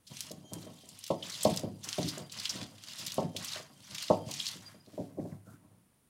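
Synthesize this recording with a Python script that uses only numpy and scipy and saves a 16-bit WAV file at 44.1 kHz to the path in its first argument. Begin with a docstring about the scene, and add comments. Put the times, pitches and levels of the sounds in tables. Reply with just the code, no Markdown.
"""In a kitchen, close to a wet grinding slab: faint hiss and a thin wavering whine (both filtered noise) throughout.
First shallots and chillies crackle, snap and squelch (random clicks through filters) under a stone roller.
As it is pushed to and fro it rumbles and drops with dull knocks (struck slab modes), with thin squeaks and rasping.
At the end it is set aside with a few soft bumps, and a hand sweeps the paste together in a fine rustle."""
import sys
import numpy as np
from scipy import signal
from scipy.fft import rfft, irfft
from scipy.io import wavfile

SR = 44100
rng = np.random.default_rng(int(sys.argv[2]) if len(sys.argv) > 2 else 0)


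def generate_wav(signal):
    """Clip the signal to [-1, 1] and save it as 16-bit WAV at the path in sys.argv[1]."""
    frames = np.transpose(np.atleast_2d(signal))
    scaled = np.clip(frames, -1, 1) * 32767
    pcm = np.round(scaled).astype(np.int16)
    wavfile.write(sys.argv[1], SR, pcm)


N = 268569
TIME = np.arange(N) / SR
CUTOFF_HZ = 15800


def from_db(db):
    """Decibels to gain."""
    return 10 ** (np.asarray(db) / 20)


def together(a_db, b_db):
    """Level of two unrelated sounds heard at once: their powers add."""
    return 10 * np.log10(from_db(a_db) ** 2 + from_db(b_db) ** 2)


def rms_one(x):
    """Scale to rms 1."""
    return x / np.sqrt(np.mean(x ** 2) + 1e-20)


def at_hz(points, hz):
    """Read a table of (hz, value) on a log-frequency axis."""
    table_hz, values = np.array(points).T
    return np.interp(np.log(hz), np.log(table_hz), values)


def cut(x, hz, kind, order=2):
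    """Butterworth filter."""
    hz = np.clip(hz, 10, .47 * SR)
    return signal.sosfilt(signal.butter(order, hz, kind, fs=SR, output="sos"), x + 1e-18)


def resonate(x, hz, q):
    """Band-pass resonance of sharpness q, never wider than a third of the sample rate."""
    hz = min(hz, SR / 3)
    b, a = signal.iirpeak(hz, max(q, 3 * hz / SR), fs=SR)
    return signal.lfilter(b, a, x)


def drift(rate_hz):
    """Slow random wandering of rms 1, with a new target rate_hz times a second."""
    knots = rng.standard_normal(int(rate_hz * N / SR) + 2)
    return rms_one(np.interp(TIME * rate_hz, np.arange(len(knots)), knots))


def grains(per_s, spread_db, size):
    """Random clicks of uneven strength and either sign, rms 1."""
    born = rng.random(size) < per_s / SR
    strength = from_db(spread_db * np.minimum(rng.exponential(1, size), 4))
    return rms_one(born * strength * rng.choice([-1, 1], size))


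def add(out, s, sound):
    """Mix a sound in at time s."""
    at = max(round(s * SR), 0)
    out[at:at + len(sound)] += sound[:N - at]


def bands(low_hz, count):
    """Equal log-width bands up to the cut-off: (low, centre, high)."""
    edges = np.geomspace(low_hz, CUTOFF_HZ, count + 1)
    return zip(edges, np.sqrt(edges[:-1] * edges[1:]), edges[1:])


def effort(moves, levels_db, release_db_per_s, swell_db, lag_s=0, rise_db=20):
    """Level in dB of a run of movements: each rises, bends by swell_db towards its middle, then dies away."""
    power = 1e-12
    for (s, rise, hold, *_), db in zip(moves, levels_db):
        age = TIME - s - lag_s
        attack = rise_db * np.minimum(age / rise, 0)
        swell = swell_db * (np.sin(np.pi * np.clip(age / hold, 0, 1)) - .5)
        release = release_db_per_s * np.maximum(age - hold, 0)
        power = power + from_db(db + attack + swell - release) ** 2
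    return 10 * np.log10(power)


# still air of the kitchen, colour only: pitch_hz [Hz], density_db [dB per Hz, relative]
AIR = [(25, -17), (60, -8), (110, 0), (180, 0), (400, -12), (1000, -17), (2500, -22), (6500, -26),
       (8600, -23), (10100, -18), (11000, -20), (12000, -25), (16000, -25)]


def air(level_db=-70):
    """Steady faint hiss: white noise shaped to the colour of the still air."""
    hz = np.maximum(np.fft.rfftfreq(N, 1 / SR), 1)
    spectrum = rfft(rng.standard_normal(N)) * from_db(at_hz(AIR, hz))
    return from_db(level_db) * rms_one(irfft(spectrum, N))


# thin, high whine in the background: time_s [s], pitch_hz [Hz]
WHINE_GLIDE = [(0, 9350), (1.5, 9200), (4.2, 9200), (5.5, 9100), (5.8, 9160), (6.09, 9270)]


def whine(level_db=-82, width_hz=170):
    """A narrow band of hiss on a slowly gliding pitch."""
    pitch_hz = np.interp(TIME, *np.transpose(WHINE_GLIDE))
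    phase = 2 * np.pi * np.cumsum(pitch_hz) / SR
    a, b = cut(rng.standard_normal((2, N)), width_hz / 2, "low")
    return from_db(level_db) * rms_one(a * np.cos(phase) + b * np.sin(phase))


# reverberation of the kitchen: pitch_hz [Hz], t60_s [s to fall by 60 dB]
KITCHEN_DECAY = [(100, 0.56), (250, 0.43), (600, 0.34), (1500, 0.32), (5000, 0.14), (15000, 0.2)]


def kitchen(x, gap_s=0.0043):
    """Diffuse reflections, begun after a short gap, that on the whole die sooner in the treble."""
    t = TIME[:SR * 2 // 3]
    tail = 0
    for low, hz, high in bands(92, count=9):
        noise = cut(rng.standard_normal(len(t)), [low, high], "band")
        tail = tail + noise * from_db(-60 * t / at_hz(KITCHEN_DECAY, hz))
    tail = cut(tail * (t > gap_s), 90, "high")
    return signal.fftconvolve(x, tail / np.linalg.norm(tail))[:N]


# the hand sets the roller aside and sweeps the paste together; levels before swell and trims:
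# full_s [s, end of the rise], rise_s [s per 20 dB], hold_s [s], pitch_hz [Hz, of the rustle],
# rustle_db, grit_db, rumble_db [dB]
SWEEPS = [(4.62, .05, .08, 4500, -64.5, -65, -58), (4.9, .15, .16, 4200, -66, -76, -58),
          (4.95, .3, .42, 10000, -76, -88, -70), (5.21, .1, .12, 5500, -71.5, -78, -55),
          (5.47, .06, .07, 8000, -70, -77, -61), (5.62, .1, .14, 4000, -88, -88, -62)]


def sweeping(q=1.0, uneven_db=1.0):
    """Fingers drag wet pulp over stone: a fine crackle, each pass with its own colour and uneven pressure."""
    out = 0
    for move in SWEEPS:
        *_, hz, rustle_db, _, _ = move
        level_db = effort([move], [rustle_db], release_db_per_s=189, swell_db=1.0)
        level_db = level_db + uneven_db * drift(42)
        out = out + from_db(level_db) * rms_one(resonate(grains(5800, 3.6, N), hz, q))
    return out


# faint ring of the roller: pitch_hz [Hz], width_hz [Hz], level_db [dB rms under a full stroke, before wavering]
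ROLLER = [(3155, 22, -70), (4790, 30, -68)]


def roller_ring(release_db_per_s=60, waver_db=7.0):
    """Grit keeps the roller ringing faintly; the ring comes and goes and outlasts each stroke."""
    level_db = effort(STROKES, np.zeros(len(STROKES)), release_db_per_s, swell_db=0)
    rings = 0
    for hz, width_hz, db in ROLLER:
        ring = rms_one(resonate(grains(900, 1.9, N), hz, hz / width_hz))
        rings = rings + from_db(db + waver_db * np.tanh(drift(9))) * ring
    s, _, _, crackle_db, *_ = np.transpose(STROKES)
    pressure_db = np.interp(TIME, s, crackle_db - crackle_db.max())
    return from_db(level_db + pressure_db / 2) * rings


# squeaks of roller and fingers on wet stone:
# start_s [s], length_s [s], pitch_hz [Hz], width_hz [Hz], level_db [dB rms]
SQUEAKS = [(.425, .11, 6680, 30, -71), (.43, .09, 6020, 35, -75), (.41, .24, 3160, 20, -66),
           (.76, .14, 3160, 25, -73), (1.15, .06, 4900, 60, -66), (2.19, .09, 4780, 40, -68),
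           (3.25, .12, 3160, 30, -72), (4.19, .11, 3160, 35, -69), (4.651, .043, 4770, 60, -53.5),
           (4.69, .1, 4790, 40, -77), (4.795, .028, 4930, 130, -68), (4.82, .06, 4930, 120, -79),
           (5.19, .02, 1950, 600, -69), (5.312, .026, 1930, 750, -68), (5.441, .14, 1376, 280, -68)]


def squeaks(wander=0.8):
    """Thin stick-slip whistles: the pitch wanders over their width and the level stutters."""
    out = np.zeros(N)
    for s, length, hz, width_hz, db in SQUEAKS:
        size = int(length * SR)
        pitch = hz + wander * width_hz / 2 * drift(2 * width_hz + 20)[:size]
        stutter = from_db(2 * drift(130)[:size])
        tone = stutter * np.sin(2 * np.pi * np.cumsum(pitch) / SR)
        add(out, s, from_db(db) * rms_one(tone * signal.windows.tukey(size, .7)))
    return out


def grinding(low_hz=850, high_hz=2100, level_db=2, catch_db=5.0):
    """Grains of the two stones catch and slip: a dull rasp under the crackle."""
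    moves = STROKES + SWEEPS
    grit_levels = [db for *_, db, _ in moves]
    grit_db = effort(moves, grit_levels, release_db_per_s=147.0, swell_db=1.0, lag_s=0.0056)
    catches = from_db(catch_db * np.tanh(drift(80)))
    rasp = cut(grains(2500, 3.5, N), [low_hz, high_hz], "band") * catches
    return from_db(grit_db + level_db) * rms_one(rasp)


# modes of the slab on its support: pitch_hz [Hz], level_db [dB, relative], t60_s [s to fall by 60 dB]
SLAB = [(102.2, -24.5, 0.57), (135.4, -21, 0.22), (160.2, -17, 0.19), (182.3, -12.5, 0.21),
        (228.3, -12, 0.061), (263.6, -9.5, 0.067), (306.4, -13.5, 0.15), (356, -15.5, 0.16),
        (417.3, -18, 0.17), (463.3, -17, 0.12), (523, -14, 0.064), (561.2, -6.5, 0.086), (618.4, -6, 0.039),
        (632, -6, 0.074), (717.5, -14, 0.18), (780, -9.5, 0.087), (886, -7.5, 0.07), (979, -7.5, 0.057),
        (1080, -5.5, 0.05), (1296, -10, 0.065)]


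def slab_ring(struck_hz, vary_db, detune, support_lag_s=0.00614, own_db=-6, low_cut_hz=96,
              lift_db=5, reach_octaves=.16):
    """Decaying modes answer one blow; the struck spot lifts those near its pitch, and chance detunes them."""
    t = TIME[:SR * 2 // 3]
    ring = 0
    for hz, db, t60 in SLAB:
        # the strong modes are the slab's own and start at once; the weak ones arrive through the support
        lag = rng.uniform(0, support_lag_s) * (db < own_db)
        age = np.maximum(t - lag, 0)
        pitch = hz * (1 + detune * rng.standard_normal())
        lift = lift_db * np.exp(-(np.log2(hz / struck_hz) / reach_octaves) ** 2)
        level_db = db + lift + vary_db * rng.standard_normal() - 60 * age / t60
        ring = ring + from_db(level_db) * np.sin(2 * np.pi * pitch * age)
    return cut(ring, low_cut_hz, "high", order=6)


def roll_level():
    """The heavy roller rumbles most where it turns round, runs on after each push, and as it is set aside."""
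    *_, stroke_db = np.transpose(STROKES)
    *_, sweep_db = np.transpose(SWEEPS)
    pushed_db = effort(STROKES, stroke_db, release_db_per_s=72.5, swell_db=-7.0, lag_s=0.0067)
    set_aside_db = effort(SWEEPS, sweep_db, release_db_per_s=210.5, swell_db=0.5)
    return together(pushed_db, set_aside_db)


def rolling(soft_hz=170, top_hz=1100, rumble_db=-1, lumpy_db=9.5, hard_db=-18, hardening=0.48):
    """Bumps of rough stone at eight spots keep the slab rumbling; more weight makes them harder."""
    level_db = roll_level()
    lumps = from_db(lumpy_db * np.tanh(drift(30)))
    hum = 0
    for struck_hz in np.geomspace(105, 630, 8):
        bumps = grains(80, 3.6, N) * lumps
        hum = hum + signal.fftconvolve(bumps, slab_ring(struck_hz, vary_db=2.0, detune=0.022))[:N]
    hard = from_db(hard_db + hardening * (level_db - np.median(level_db)))
    rumble = cut(hum, soft_hz, "low") + hard * cut(hum, top_hz, "low")
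    return from_db(level_db + rumble_db) * rms_one(rumble)


# roller meets slab: start_s [s], level_db [dB peak], hardness_hz [Hz, of the contact],
# struck_hz [Hz, pitch that the struck spot favours]
KNOCKS = [(0.307, -34.5, 340, 620), (.372, -43, 200, 180), (.439, -46.5, 466, 300),
          (0.517, -39.5, 400, 180), (.562, -35.5, 280, 180), (0.631, -41, 283, 300), (0.666, -40, 380, 620),
          (0.834, -50, 455, 300), (1.103, -17.5, 680, 550), (1.452, -11.5, 600, 625),
          (1.634, -26, 400, 310), (1.672, -35, 330, 380), (1.70, -36, 220, 180), (1.982, -23, 460, 180),
          (2.549, -35.5, 380, 180), (2.613, -35, 280, 180), (3.181, -18, 780, 555), (3.222, -31, 400, 400),
          (3.243, -29, 198, 175), (3.348, -38, 450, 560), (3.559, -38.5, 880, 620), (3.598, -41, 700, 620),
          (4.101, -9.5, 880, 575), (4.555, -44, 260, 190), (4.743, -47, 380, 200), (4.871, -48, 400, 400),
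          (4.931, -43, 350, 300), (5.468, -47, 452, 160), (5.53, -46, 200, 130), (1.505, -26, 200, 180),
          (2.04, -28, 190, 180), (2.064, -32, 200, 305), (2.174, -35, 480, 625), (2.196, -41, 520, 625),
          (2.212, -40, 480, 625), (4.26, -33, 120, 130), (4.287, -37, 1000, 980), (4.977, -30, 480, 620),
          (4.993, -27.5, 380, 280), (5.171, -37.5, 440, 440), (5.184, -28, 380, 260),
          (5.238, -35, 220, 175), (5.249, -34, 460, 480), (5.314, -35.5, 140, 170)]


def knocks(pulp_hz=1180):
    """The roller lands on a cushion of pulp: the softer the contact, the duller the knock."""
    out = np.zeros(N)
    for s, db, hardness_hz, struck_hz in KNOCKS:
        ring = slab_ring(struck_hz, vary_db=1.2, detune=.004)
        softened = cut(ring, hardness_hz, "low")
        blow = cut(softened, min(2 * hardness_hz, pulp_hz), "low", order=6)
        add(out, s, from_db(db) * blow / np.abs(blow).max())
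    return out


# a piece collapses in a rush of tiny bursts: height_s [s], level_db [dB rms at the height, before trim],
# length_s [s, three times the rise], pitch_hz [Hz], q [sharpness of the pocket]
SQUELCHES = [(0.075, -49.5, 0.027, 4440, 2.8), (0.218, -55, 0.0091, 6100, 2.8),
             (0.316, -40.5, 0.0091, 5600, 1.2), (0.539, -40, 0.0048, 7600, 1.4),
             (1.041, -37, 0.0086, 4830, 1.4), (1.067, -40.5, 0.011, 4300, 1.5),
             (1.433, -29, 0.015, 7900, 2.9), (1.45, -28, 0.01, 4100, 3.9), (1.574, -33, 0.0079, 5840, 2.1),
             (1.844, -40, 0.027, 5700, 2.4), (2.089, -34.5, 0.037, 4500, 2.9),
             (2.181, -38.5, 0.0064, 6800, 2.9), (2.323, -45.5, 0.024, 5500, 1.5),
             (2.4, -35.5, 0.013, 4950, 4.7), (2.453, -36, 0.0047, 3700, 3), (2.495, -31, 0.0076, 5330, 5.9),
             (2.508, -36, 0.015, 5040, 2.5), (2.886, -40.5, 0.008, 4400, 3.6),
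             (2.99, -41, 0.036, 4400, 1.6), (3.068, -34.5, 0.019, 4600, 0.91),
             (3.121, -34, 0.0069, 4930, 1.9), (3.368, -32, 0.014, 3950, 1.7),
             (3.448, -36.5, 0.009, 8350, 1.8), (3.533, -36.5, 0.017, 3800, 5.2),
             (4.027, -36.5, 0.013, 4530, 1.4), (4.314, -34.5, 0.011, 6050, 2.5),
             (4.459, -36, 0.0095, 4730, 4.6), (4.479, -34.5, 0.013, 4500, 6.6)]


def squelches(trim_db=-1):
    """A quick swell of bursts through the wet pocket between the stones."""
    out, t = np.zeros(N), TIME[:SR // 8]
    for s, db, length, hz, q in SQUELCHES:
        rise = length / 3
        swell = (t / rise * np.exp(1 - t / rise)) ** 2
        bursts = grains(6000, 2.6, len(t))
        rush = cut(resonate(bursts, hz, q), 2600, "high")
        add(out, s - rise, from_db(db + trim_db) * swell * rms_one(rush))
    return out


# a skin or stalk breaks: start_s [s], level_db [dB peak], pitch_hz [Hz], q [sharpness of the ring],
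# tear_db [dB, tearing relative to the break]
SNAPS = [(.169, -32.5, 4740, 1.2, -9), (0.2067, -17, 6150, 1.1, -20.5), (0.268, -32, 4980, 1, -37),
         (0.298, -34.5, 5060, 2.7, -32), (0.5348, -21, 7750, 1.5, -40), (0.8897, -34, 7900, 2, -18),
         (0.99, -32, 9700, 3.3, -22), (1.078, -31, 6000, 0.64, -15), (1.225, -31, 3260, 8.45, -3),
         (1.563, -21.5, 7360, 0.93, -23), (1.5738, -22, 4840, 3.2, -21), (1.595, -25, 6030, 1.1, -18.5),
         (1.888, -24, 5270, 1.2, 2), (1.929, -17.5, 3860, 1.5, -21.5), (2.03, -23.5, 4540, 2.4, -18),
         (2.297, -39, 3860, 4.1, -12), (2.455, -20, 3670, 1.9, -1), (2.498, -20.5, 5480, 3.8, -14),
         (2.556, -31, 6000, 1.5, -29), (2.6148, -28.5, 3160, 1.5, -19.5), (2.63, -29, 3940, 1.6, -20),
         (2.838, -31.5, 4150, 1.2, -23), (3.103, -39, 4960, 1.5, -30), (3.143, -23.5, 8600, 1.45, -21.5),
         (3.3634, -29.5, 3100, 6.2, -9), (3.9473, -29, 3700, 0.84, 5), (3.982, -28, 3380, 1.2, -9),
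         (4.038, -33, 4170, 6.6, -5), (4.082, -32, 3700, 2, -11), (4.339, -23.5, 5530, 2.1, -18),
         (4.3997, -21.5, 3430, 3.4, -17), (4.434, -31, 4500, 1.5, -20), (4.467, -18.5, 4500, 2.2, -16),
         (4.487, -23, 5300, 1.1, -29), (4.489, -25, 4200, 1.7, -12), (4.862, -48.5, 4640, 2.8, -18)]


def snaps(tear_s=0.0053):
    """One sharp break, then a few milliseconds of tearing, ring through two resonances."""
    out, t = np.zeros(N), TIME[:SR // 40]
    for s, db, hz, q, tear_db in SNAPS:
        tearing = from_db(tear_db) * grains(7000, 1.6, len(t)) * np.exp(-t / tear_s)
        force = (t == 0) + tearing
        snap = cut(resonate(resonate(force, hz, q), hz, q / 2), 950, "high")
        add(out, s, from_db(db) * snap / np.abs(snap).max())
    return out


# one push or pull of the roller; levels before swell and trims:
# full_s [s, bears down fully], rise_s [s per 20 dB], hold_s [s], crackle_db [dB],
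# spray_db [dB, fine spray relative to crackle], grit_db [dB], rumble_db [dB]
STROKES = [(0.11, 0.034, 0.19, -53.5, -6, -68, -56.5), (0.533, 0.072, 0.14, -62, -2, -70, -48.5),
           (1.1, 0.63, 0.014, -51, -14, -73, -70), (1.24, 0.053, 0.35, -46, -8.5, -61, -51),
           (1.846, 0.045, 0.33, -48, -9.5, -59.5, -55.5), (2.323, 0.024, 0.29, -46, -11.5, -60.5, -54),
           (2.891, 0.22, 0.32, -48, -11, -63, -54.5), (3.39, 0.054, 0.19, -44.5, -11, -57.5, -51),
           (3.934, 0.17, 0.18, -46, -11, -59, -59), (4.288, 0.049, 0.25, -45.5, -11, -62, -57.5)]
# the pulp never quite silent while the roller works:
# full_s [s], rise_s [s per 20 dB], hold_s [s], fizz_db [dB, before swell]
FIZZ = [(.06, .03, .47, -75), (.54, .03, 4.22, -70.5)]


def crush_levels(fizz_spray_db=3):
    """Crackle and its share of fine spray follow each stroke's pressure, over the fizz of the resting pulp."""
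    _, _, _, crackle_db, spray_db, _, _ = np.transpose(STROKES)
    fizz_db = effort(FIZZ, [db for *_, db in FIZZ], release_db_per_s=258, swell_db=-3.5)
    crushed_db = effort(STROKES, crackle_db, release_db_per_s=198, swell_db=5.5)
    sprayed_db = effort(STROKES, crackle_db + spray_db, release_db_per_s=165.5, swell_db=3.5)
    body_db = together(crushed_db, fizz_db)
    fine_db = together(sprayed_db, fizz_db + fizz_spray_db)
    return body_db, fine_db - body_db


# colour of the bursting cells: pitch_hz [Hz], density_db [dB per Hz, relative]
PULP = [(470, -44), (800, 3), (918, -5), (1030, 8.5), (1270, -3), (2150, -10.5), (2320, -10), (2530, -8),
        (2800, -3.5), (3470, -2.5), (5310, -3.5), (10800, -13), (14800, -23), (16000, -33)]


def crackle(per_s=1500, spread_db=4.0, clump_db=2.0, own_db=2.0, spray_trim_db=7, broad_share=.55):
    """Cells burst by the thousand, in clumps; fine spray brightens the crackle."""
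    crush_db, spray_db = crush_levels()
    clumps_db = clump_db * drift(170)
    broad = grains(per_s / 2, spread_db, N)      # bursts so short that they fill every band
    out, body_power = np.zeros(N), 0
    for low, hz, high in bands(1892, count=12):
        bursts = broad_share * broad + grains(per_s, spread_db, N)
        band = from_db(at_hz(PULP, hz)) * cut(bursts, [low, high], "band")
        band = band * from_db(clumps_db + own_db * drift(90))
        body_power += np.var(band) * (hz < 7000)   # the level is set by the bands below 7 kHz
        spray_share = at_hz([(5500, 0), (10000, 0.79)], hz)
        out += band * from_db(spray_share * (spray_db + spray_trim_db))
    return from_db(crush_db) * out / np.sqrt(body_power)


def scene(stone_room_db=-10, pulp_room_db=-12):
    """Stone and pulp close by, the kitchen around them."""
    stone = knocks() + rolling() + grinding()
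    pulp = crackle() + snaps() + squelches() + squeaks() + sweeping() + roller_ring()
    room = kitchen(from_db(stone_room_db) * stone + from_db(pulp_room_db) * pulp)
    return (stone + pulp + room + air() + whine())[None]


def record(dry):
    """One microphone channel: the top is cut steeply."""
    return signal.sosfilt(signal.ellip(10, .1, 70, CUTOFF_HZ, fs=SR, output="sos"), dry)


dry = scene()
out = record(dry)
generate_wav(out)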